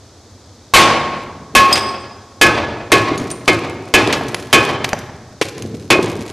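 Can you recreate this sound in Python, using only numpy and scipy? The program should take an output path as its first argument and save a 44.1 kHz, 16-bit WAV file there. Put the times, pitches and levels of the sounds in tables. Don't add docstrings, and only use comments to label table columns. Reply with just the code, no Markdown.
import sys
import numpy as np
from scipy import signal
from scipy.fft import rfft, irfft
from scipy.io import wavfile
from scipy.ndimage import uniform_filter1d

SR = 44100
rng = np.random.default_rng(int(sys.argv[2]) if len(sys.argv) > 2 else 0)


def output_pcm(signal):
    pcm = np.clip(np.atleast_2d(signal).T, -1, 1) * 32767
    wavfile.write(sys.argv[1], SR, np.round(pcm).astype(np.int16))


N = 278712

# start_s, crack_db, crack_t60_s, jar_db, lowest_note_boost_db, thud_db, room_send_db,
# favoured_mode_hz, favoured_boost_db, side_treble_db
BLOWS = [(0.7372, 8, 0.34, 4.5, 7, -4.5, -0.5, 2570, -0.5, -3),
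         (1.5510, 13, 0.08, 3, 10, -8.5, -1.5, 2260, -2, -40),
         (2.4131, 11, 0.072, 0.5, 4, -1.5, -1.5, 1690, 10, -20),
         (2.9183, 10, 0.066, -3.5, 5.5, 0, -2, 1900, 16, -12),
         (3.478, 0, 0.087, -9, 4.5, -5.5, 1, 2060, 5.5, -7),
         (3.9390, 6, 0.079, -4.5, -2.5, -3, 2.5, 2050, 3.5, -9),
         (4.5286, 9.5, 0.083, -1.5, 3, 0, -2, 2300, 7.5, -9),
         (5.9032, 5, 0.099, -9.5, 7.5, -2, -5, 2500, 7, -33)]
# pitch_hz, level_db, t60_s
JAR_MODES = [(1088, -5, 0.41), (1086, -21.5, 0.97), (1104.6, -1.5, 0.15), (1244, -16.5, 0.64),
             (1277, -13.5, 0.46), (1410, -44, .25), (1553, -14.5, 0.39), (1574, -7, 0.21), (1701, 0, 0.17),
             (1697, -9, 0.24), (2136, 1, 0.19), (2124, -8, 0.25), (2256, 5, 0.12), (2377, -5.5, 0.12),
             (2465, 0.5, 0.13), (2540, -5.5, 0.28), (2485, -1, 0.26), (2615, 4.5, 0.092), (3030, 1, 0.15),
             (3050, -16, 0.19), (3112, 4, 0.075), (3350, -26, 0.14), (3440, -2, 0.14), (4220, -19, 0.3),
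             (4570, -23, 0.41)]
# frequency_hz, density_db_per_hz
CRACK_COLOUR = [(30, -7.5), (120, -6.5), (250, 1.5), (500, 4), (800, 4.5), (1400, -0.5), (2400, 2),
                (2800, -1.5), (3300, -3.5), (4200, -6.5), (6000, -12.5), (9000, -23.5), (13000, -41.5)]
# frequency_hz, density_db_per_hz
THUD_COLOUR = [(30, -40), (65, -28), (105, -1.5), (200, -5.5), (370, 10), (550, -3), (900, -8), (2000, -57),
               (13000, -61)]
# start_s, level_db, pitch_ratio (to the jar's thud)
THUMPS = [(3.115, -7.5, 0.88), (3.215, -14, 0.6), (4.075, 0, 1.18), (4.209, -7, 1.85), (4.930, 2.5, 1.9),
          (5.4131, -0.5, 1.19), (5.649, -14, 0.69), (5.739, -16.5, 0.69), (5.954, -7.5, 1.73),
          (5.990, 3, 1), (6.039, -5, 1.05)]
# start_s, level_db, t60_s
CLICKS = [(1.755, -11, 0.11), (1.778, -12, 0.021), (3.177, -21.5, 0.025), (3.303, -25.5, 0.074),
          (3.697, -28, 0.007), (4.0745, -9, 0.0077), (4.1265, -8, 0.094), (4.2835, -27, 0.053),
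          (4.3453, -5.5, 0.015), (4.3994, -34, 0.057), (4.844, -7, 0.037), (4.8912, -15, 0.0082),
          (4.9316, 7, 0.004), (4.9897, -29, 0.023), (5.4133, -7, 0.062), (5.5806, -28, 0.012),
          (5.6229, -20, 0.011), (5.718, -54, 0.014), (6.266, -49, 0.013)]
# start_s, level_db, pitch_ratio (to the clink modes)
CLINKS = [(1.7274, 0, 0.99), (3.1784, -27, 1.31), (3.314, -23, 1.787), (4.2822, -36, 1.2),
          (4.9864, -40, 1.2)]
# pitch_hz, level_db, t60_s
CLINK_MODES = [(3350, 1.5, 0.02), (3800, -12, 0.054), (4520, -7, 0.025), (4770, -9.5, 0.094),
               (5000, -7, 0.12), (5080, 5.5, 0.041), (8300, -7.5, 0.075), (11800, -31, 0.06),
               (12390, -28, .06)]
# start_s, level_db, t60_s
SPILLS = [(3.12, -42.5, 5.4), (3.95, -50, 4), (4.32, -37, 0.51), (4.6, -22.5, 0.27), (5.419, -16.5, 0.22),
          (5.56, -41, 2.5), (6.0, -37.5, 5.1)]
# start_s, length_s, level_db
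RUBS = [(1.215, 0.42, -41.5), (3.08, 0.13, -28.5), (4.083, 0.19, -31), (5.51, 0.3, -30.5),
        (5.987, 0.11, -27.5)]
# frequency_hz, density_db_per_hz
CLOTH_COLOUR = [(30, -54), (70, -2), (120, 8), (300, -2.5), (450, 3.5), (700, -46), (2000, -47),
                (13000, -70)]
# frequency_hz, t60_s
ROOM_T60 = [(60, 2), (150, 1.48), (400, 1.2952), (1000, 1.33), (2500, 0.864), (5000, 0.86), (8000, 0.5),
            (13000, 0.45)]
# frequency_hz, level_db
ROOM_COLOUR = [(30, -20), (110, 7), (300, -1), (700, -3), (1500, -2.5), (3000, -2.5), (6000, -4),
               (13000, 6.5)]
# frequency_hz, density_db_per_hz
AIR_COLOUR = [(15, -53), (25, -33), (95, 10.5), (156, -10), (237, -2.5), (333, -4.5), (770, -11),
              (925, -14), (1050, -13.5), (2850, -26), (3510, -18.5), (3800, -18.5), (6250, -18.5),
              (9750, -32.5), (13000, -41)]

LOWEST_NOTE_TOP_HZ = 1200
CLICK_TILT_DB, CLICK_TILT_PER_DB = -0.5, 0.46
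GRIT_DB, GRIT_T60_S = -25.5, 0.22
SPILL_RISE_S = 0.015
RUB_ATTACK_S, RUB_RELEASE_T60_S = 0.087, 1
AIR_DB = -42
CUTOFF_HZ = 13200


def hammer(crack_tilt_db=0.44, thud_t60=0.24, ring_db=-2, scatter_db=3.0, detune=0.002,
           ring_room_db=-7, thud_room_db=0):
    direct, sent, side_sent = np.zeros((3, N))
    hz, mode_db, t60 = np.transpose(JAR_MODES)
    for blow in BLOWS:
        start_s, crack_db, crack_t60, jar_db, lowest_db, thud_db, room_db, spot_hz, boost_db, side_db = blow
        octaves_away = np.log2(hz / spot_hz)
        favour = np.exp(-(octaves_away / 0.13) ** 2)
        spot_db = boost_db * favour + lowest_db * (hz < LOWEST_NOTE_TOP_HZ)
        strength_db = mode_db + jar_db + ring_db + spot_db + rng.normal(0, scatter_db, len(hz))
        blow_hz = hz * rng.normal(1, detune, len(hz))
        jar = ring(blow_hz, strength_db, t60)
        crack = from_db(crack_db) * burst(CRACK_COLOUR, crack_t60, crack_tilt_db)
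        thud = from_db(thud_db) * burst(THUD_COLOUR, thud_t60)
        for part, part_room_db in ((crack, 0), (jar, ring_room_db), (thud, thud_room_db)):
            send_db = room_db + part_room_db
            add(direct, start_s, part)
            add(sent, start_s, from_db(send_db) * part)
            add(side_sent, start_s, from_db(send_db + side_db) * part)
    return direct, sent, side_sent


def thumps(t60=0.045, contact_s=0.0019):
    out = np.zeros(N)
    soft_contact = 1 - np.exp(-seconds(SR // 2) / contact_s)
    for start_s, level_db, pitch in THUMPS:
        thump = burst(THUD_COLOUR, t60 / pitch, pitch=pitch) * soft_contact
        add(out, start_s, from_db(level_db) * thump)
    return out


def clicks(chink_db=-24):
    out = np.zeros(N)
    for start_s, level_db, t60 in CLICKS:
        tilt_db = CLICK_TILT_DB - CLICK_TILT_PER_DB * level_db
        click = burst(CRACK_COLOUR, t60, tilt_db)
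        add(out, start_s, from_db(level_db) * click)
        add(out, start_s, chink(level_db + chink_db + tilt_db))
    return out


def clinks(tick_db=-6.0, tick_t60=0.025):
    out = np.zeros(N)
    hz, mode_db, t60 = np.transpose(CLINK_MODES)
    for start_s, level_db, ratio in CLINKS:
        clink_hz = np.minimum(hz * ratio, 0.45 * SR)
        add(out, start_s, ring(clink_hz, mode_db + level_db, t60))
        tick = burst(CRACK_COLOUR, tick_t60, tilt_db=11.5)
        add(out, start_s, from_db(level_db + tick_db) * tick)
    return out


def crumbs(per_s=170, spread_db=6, kinds=8):
    size_db = spread_db * np.minimum(rng.exponential(1, N), 3)
    sizes = from_db(size_db) * rng.choice([-1, 1], N)
    ticks = sizes * (rng.random(N) < per_s / SR)
    kind = rng.integers(0, kinds, N)
    trickle = np.zeros(N)
    for k in range(kinds):
        grain = burst(CRACK_COLOUR, 0.018, tilt_db=7.5 + rng.normal())
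        add(grain, 0, chink(-22.5, t60=0.067))
        trickle += signal.oaconvolve(ticks * (kind == k), grain)[:N]
    grit = [(start_s, crack_db + GRIT_DB, GRIT_T60_S) for start_s, crack_db, *_ in BLOWS]
    flow = np.zeros(N)
    for start_s, level_db, t60 in [*SPILLS, *grit]:
        elapsed = since(start_s)
        rise = 1 - np.exp(-elapsed / SPILL_RISE_S)
        flow += from_db(level_db) * rise * dying(elapsed, t60)
    return trickle / trickle.std() * flow


def cloth(bumps_per_s=35, bump_db=-3, bump_t60=0.081, bump_pitch=0.61):
    motion = np.zeros(N)
    for start_s, length_s, level_db in RUBS:
        swell = np.minimum(since(start_s) / RUB_ATTACK_S, 1)
        fade = dying(since(start_s + length_s), RUB_RELEASE_T60_S)
        motion += from_db(level_db) * swell * fade
    slips = rng.standard_normal(N) * (rng.random(N) < bumps_per_s / SR)
    bump = burst(THUD_COLOUR, bump_t60, pitch=bump_pitch)
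    bumps = signal.oaconvolve(slips, bump)[:N]
    return motion * (noise(CLOTH_COLOUR) + from_db(bump_db) * bumps / bumps.std())


def storeroom(x, build_s=0.0023, cluster_db=2.5):
    t = seconds(2 * SR)
    hz = np.arange(SR + 1) / 2
    white = rfft(rng.standard_normal(len(t))) / np.sqrt(SR)
    centres = np.geomspace(40, 14000, 18)
    tail = np.zeros(len(t))
    for centre, share in zip(centres, np.eye(len(centres))):
        band = irfft(white * np.interp(hz, centres, share))
        tail += band * from_db(at_hz(ROOM_COLOUR, centre)) * dying(t, at_hz(ROOM_T60, centre))
    clusters = uniform_filter1d(rng.standard_normal(len(t)), size=400)
    tail = tail * from_db(cluster_db * clusters / clusters.std())
    build = 1 - np.exp(-t / build_s)
    return signal.fftconvolve(x, tail * build)[:N]


def air():
    return from_db(AIR_DB) * noise(AIR_COLOUR)


def burst(spectrum, t60, tilt_db=0, pitch=1):
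    t = seconds(SR // 2)
    hit = rng.standard_normal(len(t)) * dying(t, 1.5 * t60)
    return colour(hit, spectrum, tilt_db, pitch) * dying(t, 3 * t60)


def ring(hz, db, t60):
    t = seconds(int(1.5 * SR * t60.max()))
    phase = 2 * np.pi * rng.random((len(hz), 1))
    modes = np.sin(2 * np.pi * hz[:, None] * t + phase) * dying(t, t60[:, None])
    return from_db(db) @ modes


def chink(db, t60=0.02, count=7):
    hz = rng.uniform(4460, 12000, count)
    mode_db = db + rng.normal(0, 0.6, count)
    return ring(hz, mode_db, t60 * (0.5 + rng.random(count)))


def noise(spectrum):
    return colour(rng.standard_normal(N), spectrum)


def colour(sound, spectrum, tilt_db=0, pitch=1):
    hz = np.arange(len(sound) // 2 + 1) * SR / len(sound)
    octaves = np.log2(np.maximum(hz, 300) / 1500)
    gain = from_db(at_hz(spectrum, hz / pitch) + tilt_db * octaves) * (hz > 20)
    phase = np.angle(rfft(sound))
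    out = irfft(gain * np.exp(1j * phase), len(sound))
    return out * sound.std() / out.std()


def from_db(db):
    return 10 ** (np.asarray(db) / 20)


def at_hz(points, hz):
    table_hz, values = np.transpose(points)
    return np.interp(np.log(hz + 1), np.log(table_hz), values)


def seconds(size):
    return np.arange(size) / SR


def since(s):
    return np.maximum(seconds(N) - s, 0)


def dying(t, t60):
    return np.exp(-np.log(1000) * t / t60)


def add(track, s, sound):
    i = round(s * SR)
    track[..., i:i + sound.shape[-1]] += sound[..., :N - i]


def scene(blow_echo_db=4.5, click_echo_db=3, thump_echo_db=2, clink_echo_db=3, small_side_db=-8,
          air_side_db=-5):
    blows, sent, side_sent = hammer()
    thump, click, clink = thumps(), clicks(), clinks()
    small_sent = from_db(click_echo_db) * click + from_db(thump_echo_db) * thump
    small_sent = small_sent + from_db(clink_echo_db) * clink
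    echo = storeroom(from_db(blow_echo_db) * sent + small_sent)
    mid = blows + thump + click + clink + crumbs() + cloth() + echo + air()

    side_input = from_db(blow_echo_db) * side_sent + from_db(small_side_db) * small_sent
    difference = storeroom(side_input, build_s=0.075) + from_db(air_side_db) * air()
    treble_only = signal.ellip(8, 0.5, 70, 4300, "high", fs=SR, output="sos")
    side_treble = signal.sosfilt(treble_only, difference)
    return mid + side_treble * [[1], [-1]]


def record(dry, top=0.64, hardness=5):
    drive = np.abs(dry.mean(axis=0) / top)
    loud = dry / (1 + drive ** hardness) ** (1 / hardness)
    top_cut = signal.ellip(10, 0.05, 50, CUTOFF_HZ, fs=SR, output="sos")
    return signal.sosfilt(top_cut, loud)


dry = scene()
out = record(dry)
output_pcm(out)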